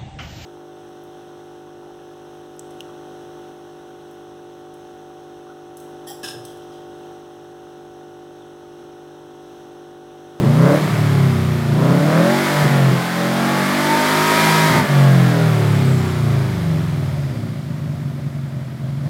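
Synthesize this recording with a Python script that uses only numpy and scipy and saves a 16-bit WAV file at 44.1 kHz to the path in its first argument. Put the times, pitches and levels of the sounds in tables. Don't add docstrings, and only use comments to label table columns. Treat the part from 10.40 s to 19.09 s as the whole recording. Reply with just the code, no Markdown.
import sys
import numpy as np
from scipy import signal
from scipy.fft import rfft, irfft, next_fast_len
from scipy.io import wavfile
from scipy.ndimage import uniform_filter1d

SR = 44100
rng = np.random.default_rng(int(sys.argv[2]) if len(sys.argv) > 2 else 0)


def waveform_to_disk(signal):
    frames = np.transpose(np.atleast_2d(signal))
    scaled = np.clip(frames, -1, 1) * 32767
    samples = np.round(scaled).astype(np.int16)
    wavfile.write(sys.argv[1], SR, samples)


N = 383229

# (time [s], four-stroke cycle rate [Hz]); an order is a multiple of this rate
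CYCLE_RATE = [(0.0, 25.0), (0.392, 38.68), (0.515, 38.52), (1.117, 29.93), (1.308, 28.06), (1.644, 37.02),
              (1.982, 48.1), (2.174, 49.6), (2.579, 43.06), (2.828, 43.98), (3.505, 50.12), (4.047, 53.47),
              (4.288, 52.52), (4.5, 48.2), (4.82, 43.4), (5.24, 36.4), (6.2, 24.15), (7.217, 13.37),
              (8.335, 10.78), (8.69, 12.16)]
# (time [s], throttle [0-1])
THROTTLE = [(0, .75), (.35, 1), (.48, .05), (1.28, .02), (1.44, .85), (1.9, .92), (2.06, .5), (2.2, .1),
            (2.4, 0), (2.57, 0), (2.64, .5), (3.92, .38), (4.12, .1), (4.4, .1), (4.42, 0), (8.54, 0),
            (8.69, .45)]
# (place in the cycle [0-1], level [dB])
CYLINDERS = [(0, -1.5), (0.252, -2), (0.526, -2), (.775, -1)]
# (time [s], half-width [s], dip [dB])
FALTERS = [(0.5, 0.055, -5.5), (1.242, 0.028, -2), (2.676, 0.14, -6), (4.448, 0.03, -14), (6.16, 0.097, 0),
           (7.21, 0.053, -3), (8.256, 0.01, -7), (8.37, .025, -5)]
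# (time [s], half-width [s], level [dB], roughness added to the firings [0-1])
THUMPS = [(.01, 0.049, -13.5, 0), (0.294, .036, -26, 0.11), (0.48, 0.072, -27, 0.48),
          (1.535, 0.16, -22, 0.11), (2.255, 0.025, -16, 0.06), (2.37, 0.058, -25, 0),
          (2.52, 0.032, -16.5, 0), (3.302, 0.11, -38, 0.02), (4.383, 0.061, -15, 0.8)]
# (order, level shut [dB], half open [dB], wide open [dB])
DEEP_NOTES = [(3, -13, -29, -26.5), (4, -16.5, -17, -15), (5, -18.5, -17, -13.5), (6, -32, -22, -27),
              (7, -21, -18.5, -18), (8, -24, -23, -10), (9, -33, -24, -19)]
# (frequency [Hz], gain [dB])
STANDING_WAVES = [(50, -55), (72, -26.5), (90, -15), (112, -5), (124, -8), (135, 2), (149, -2), (162, -1.5),
                  (174, -1.5), (187, -8.5), (205, -12), (228, -4.5), (266, -14.5), (300, -5.5),
                  (330, -12.5), (380, -9.5), (480, -30.5)]
# (order, level shut [dB], wide open [dB])
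HEADER_ORDERS = [(10, -1.5, -9.5), (11, 0, -8), (12, 4.5, -3), (13, 0, 4.5), (14, -3, -13.5), (15, 3, -5),
                 (16, -0.5, 3), (17, -9.5, -4.5), (18, -1, -3.5), (19, -4, -9), (20, 0, -2), (21, -7, 0),
                 (22, -43, -9), (24, -4, -9), (26, -9, -0.5), (40, -17, 6.5), (72, -12, -4)]
# (order, relative level [dB])
VALVE_ORDERS = [(12, -3), (24, -2), (30, -3.5), (32, -6), (35, -6), (36, -4.5), (39, -3.5), (42, -8),
                (45, -8)]
# (frequency [Hz], width [Hz], gain [dB])
MUFFLER_MODES = [(135.8, 14.3, 28), (88, 56, -2.5), (194, 50, -41)]
PIPE_SHUT_MODES = [(213.4, 44, 4.5), (374, 84, 1.5), (593, 20, -2.5), (680, 160, -13), (970, 130, -56)]
PIPE_OPEN_MODES = [(270, 44, 1.5), (322.6, 52, 7), (429, 83, -0.5), (583, 52, 2.5), (765, 55, -7),
                   (950, 220, -13)]
TIP_MODES = [(577, 78, 10), (715, 14, 6.5)]
HOWL_MODES = [(845, 24, -28), (903, 10, -18), (968, 45, -21.5)]
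# (frequency [Hz], relative level [dB])
RASP_COLOUR = [(40, -38), (120, -36), (250, 3), (480, 1.5), (600, 3), (780, 2), (930, 2), (1250, 3),
               (1600, 0.5), (2150, 0), (2700, -7), (3500, -8.5), (5000, -21.5), (7000, -26)]
HISS_COLOUR = [(1500, -42), (3200, 4), (5000, 2.5), (6000, -2), (8000, -3.5), (11000, -6), (14000, -7.5),
               (16000, -16)]
THUMP_COLOUR = [(20, -45), (60, -29), (100, -14), (150, 3), (300, -14), (450, -12), (800, -73), (2000, -75)]
YARD_COLOUR = [(20, -14), (50, 23), (200, -70), (1000, 13), (5000, -11), (16000, -27)]
# (level coasting at REV_HZ [dB], per doubling of speed [dB], for full load [dB], per unit of boost [dB])
BARK_LAW = (-25.5, 5.5, 8.5, -5.5)
DRONE_LAW = (-10, 7, 34, 2)
RASP_LAW = (-23.5, 10, 0.5, 2.5)
HISS_LAW = (-33.5, 9, 1, 4.5)
VALVE_LAW = (-28.5, 14.5, 2.5, 3)
TIP_LAW = (-34, 5, 10.5, -12)
# (time [s], pitch [Hz], level [dB])
TURBO_WHISTLE = [(4.9, 9200, -69), (5.5, 7800, -45.5), (6.2, 5800, -76), (6.9, 4800, -58),
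                 (7.15, 4560, -60), (7.7, 3700, -82)]
# (time [s], level [dB])
WHINE_LEVEL = [(6.9, -95), (7.3, -70), (8.4, -70), (8.69, -80)]

REV_HZ = 50
SPOOL_THROTTLE = .1


def firings(cycles, rough, orders, levels_db):
    place, db = np.transpose(CYLINDERS)
    limp = np.angle(np.exp(-2j * np.pi * np.outer(orders, place)) @ amp(db))
    grid = np.linspace(0, 1, 2049)
    one_cycle = amp(levels_db) @ np.cos(2 * np.pi * np.outer(orders, grid) + limp[:, None])
    strength = np.interp(cycles * len(place), np.arange(4096), rng.standard_normal(4096))
    return unit(np.interp(cycles % 1, grid, one_cycle) * (1 + rough * strength))


def exhaust_boom(cycles, speed, throttle, rough, drift_db=2, idle_db=-5):
    flutter = .81 * rough
    boom = amp(-44) * (speed / REV_HZ) ** 8 * np.cos(2 * np.pi * 2 * cycles)
    for multiple, *by_throttle_db in DEEP_NOTES:
        order = round(multiple)
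        db = np.interp(throttle, [0, .5, 1], by_throttle_db)
        db += along(STANDING_WAVES, order * speed) + drift_db * wobble(9)
        dispersion = np.pi / 4 * order ** 2
        phase = 2 * np.pi * order * cycles + dispersion + flutter * wobble(50)
        boom += amp(db) * (1 + flutter * wobble(50)) * np.cos(phase)
    return np.sqrt(2) * amp(idle_db * idling(speed)) * boom


def exhaust_bark(cycles, speed, throttle, rough, surge_db=1.72, lump_db=1.5):
    orders = np.arange(10, 71)
    multiple, shut_db, open_db = np.transpose(HEADER_ORDERS)
    coasting = carport(firings(cycles, rough, orders, np.interp(orders, np.round(multiple), shut_db)))
    pulling = carport(firings(cycles, rough, orders, np.interp(orders, np.round(multiple), open_db)))
    dark = steady(ring(coasting, PIPE_SHUT_MODES, low_hz=156))
    bright = steady(ring(pulling, PIPE_OPEN_MODES, low_hz=159))
    bark = steady((1 - throttle) * dark + throttle * bright) * amp(surge_db * wobble(12))
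    muffler = steady(ring(coasting, MUFFLER_MODES, low_hz=79.5))
    drone = idling(speed) * muffler * amp(lump_db * wobble(20))
    return fader(BARK_LAW, speed, throttle) * bark + fader(DRONE_LAW, speed, throttle) * drone


def gas_rush(cycles, speed, throttle, rough, repeat_share=.42, rasp_depth=.14, hiss_depth=.008):
    puffs = firings(cycles, rough, orders=[1, 3, 4, 5], levels_db=[-5, -3, 0, -4])
    grid = np.linspace(0, 1, 1024)
    loops = sum(wobble(6) * np.interp(cycles % 1, grid, rng.standard_normal(1024)) for _ in range(4))
    buzz = steady(coloured(loops, RASP_COLOUR))
    grit = np.sqrt(repeat_share) * buzz + np.sqrt(1 - repeat_share) * noise(RASP_COLOUR)
    rasp = grit * unit(np.exp(rasp_depth * puffs))
    hiss = noise(HISS_COLOUR) * unit(np.exp(hiss_depth * puffs))
    return fader(RASP_LAW, speed, throttle) * rasp + fader(HISS_LAW, speed, throttle) * hiss


def valve_gear(cycles, speed, throttle, waver_db=2, howl_order=18):
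    def partial(order, flicker_db=2.2):
        flicker = amp(flicker_db * wobble(22))
        return unit(flicker * np.sin(2 * np.pi * round(order) * cycles + .3 * wobble(30)))

    song = sum(amp(db + waver_db * wobble(4.3)) * partial(order) for order, db in VALVE_ORDERS)
    howl = np.abs(resonance(HOWL_MODES, howl_order * speed)) * partial(howl_order, flicker_db=1.2)
    duck_db = np.interp(throttle, [0, SPOOL_THROTTLE], [-7.5, 0])
    return amp(duck_db) * howl + fader(VALVE_LAW, speed, throttle) * unit(song)


def tailpipe_tip(speed, throttle, swell_db=2):
    hollow = unit(ring(rng.standard_normal(N), TIP_MODES, low_hz=457))
    return fader(TIP_LAW, speed, throttle) * amp(swell_db * wobble(14)) * hollow


def thumps():
    return noise(THUMP_COLOUR) * sum(amp(db) * swell(s, width) for s, width, db, _ in THUMPS)


def turbo(half_band_hz=450):
    hz, db = curves(TURBO_WHISTLE)
    phase = 2 * np.pi * np.cumsum(hz) / SR
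    whistle = wobble(2 * half_band_hz) * np.cos(phase) + wobble(2 * half_band_hz) * np.sin(phase)
    return amp(db) * unit(whistle)


def carport(x, wet_db=-11, t60=.12, predelay_s=.004):
    t = np.arange(SR // 4) / SR
    tail = rng.standard_normal(len(t)) * amp(-60 * t / t60) * (t > predelay_s)
    return x + amp(wet_db) * signal.fftconvolve(x, tail / np.linalg.norm(tail))[:N]


def background(yard_db=-54, whine_hz=12075):
    phase = 2 * np.pi * whine_hz * np.arange(N) / SR + .5 * wobble(12)
    whine = np.sqrt(2) * np.sin(phase) * unit(amp(3 * wobble(7)))
    return amp(yard_db) * noise(YARD_COLOUR) + amp(curves(WHINE_LEVEL)[0]) * whine


def fader(law, speed, throttle):
    rev_db, doubling_db, load_db, boost_db = law
    revs = speed / REV_HZ
    boost = np.minimum(throttle / SPOOL_THROTTLE, 1) * revs ** 10
    return amp(rev_db + doubling_db * np.log2(revs) + load_db * throttle ** 2 + boost_db * boost)


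def idling(speed):
    return np.clip((17 - speed) / 3.5, 0, 1)


def ring(x, modes, low_hz):
    f = np.geomspace(1, SR / 2, 4096)
    response = resonance(modes, f) * f ** 4 / (f ** 4 + low_hz ** 4)
    return filtered(x, lambda hz: np.interp(hz, f, response))


def resonance(modes, f):
    return sum((-1) ** k * amp(db) * 1j * f * width / (hz * hz - f * f + 1j * f * width)
               for k, (hz, width, db) in enumerate(modes))


def noise(colour):
    return unit(coloured(rng.standard_normal(N), colour))


def coloured(x, colour):
    return filtered(x, lambda hz: amp(along(colour, hz)))


def filtered(x, response):
    size = next_fast_len(N + SR // 2)
    return irfft(rfft(x, size) * response(np.fft.rfftfreq(size, 1 / SR)), size)[:N]


def along(points, hz):
    f, db = np.transpose(points)
    return np.interp(np.log(hz + 1), np.log(f), db)


def curves(rows):
    times, *columns = np.transpose(rows)
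    return [np.interp(np.arange(N) / SR, times, column) for column in columns]


def swell(s, half_width):
    t = s + half_width * np.linspace(-5, 5, 101)
    return np.interp(np.arange(N) / SR, t, np.exp(-.5 * ((t - s) / half_width) ** 2))


def wobble(rate):
    step = max(round(SR / rate / 16), 1)
    points = signal.resample_poly(rng.standard_normal(N // (step * 16) + 4), 16, 1)
    return (points[:-1, None] + np.diff(points)[:, None] * (np.arange(step) / step)).ravel()[:N]


def steady(x):
    power = uniform_filter1d(uniform_filter1d(x ** 2, size=SR // 9), size=SR // 12)
    return x / np.sqrt(np.abs(power) + 1e-12)


def unit(x):
    return x / np.sqrt(np.mean(x ** 2) + 1e-20)


def amp(db):
    return np.exp(np.asarray(db) * (np.log(10) / 20))


def scene(flywheel_s=.11):
    speed = uniform_filter1d(curves(CYCLE_RATE)[0], size=round(flywheel_s * SR), mode="nearest")
    throttle = np.clip(curves(THROTTLE)[0], 0, 1)
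    stumble = sum(added * swell(s, width) for s, width, _, added in THUMPS)
    rough = .05 + .06 * throttle + .1 * idling(speed) + stumble
    cycles = np.cumsum(speed) / SR + .012 * rough * wobble(60)
    falter = amp(sum(db * swell(s, width) for s, width, db in FALTERS))
    engine = cycles, speed, throttle, rough
    exhaust = falter * (exhaust_boom(*engine) + exhaust_bark(*engine)) + gas_rush(*engine)
    detail = valve_gear(cycles, speed, throttle) + tailpipe_tip(speed, throttle) + turbo() + thumps()
    return (exhaust + detail + background())[None]


def record(dry, ceiling=.78, top_hz=16000):
    rounded = dry[0] / (1 + np.abs(dry[0] / ceiling) ** 6) ** (1 / 6)
    return filtered(rounded, lambda hz: hz < top_hz)[None]


dry = scene()
out = record(dry)
waveform_to_disk(out)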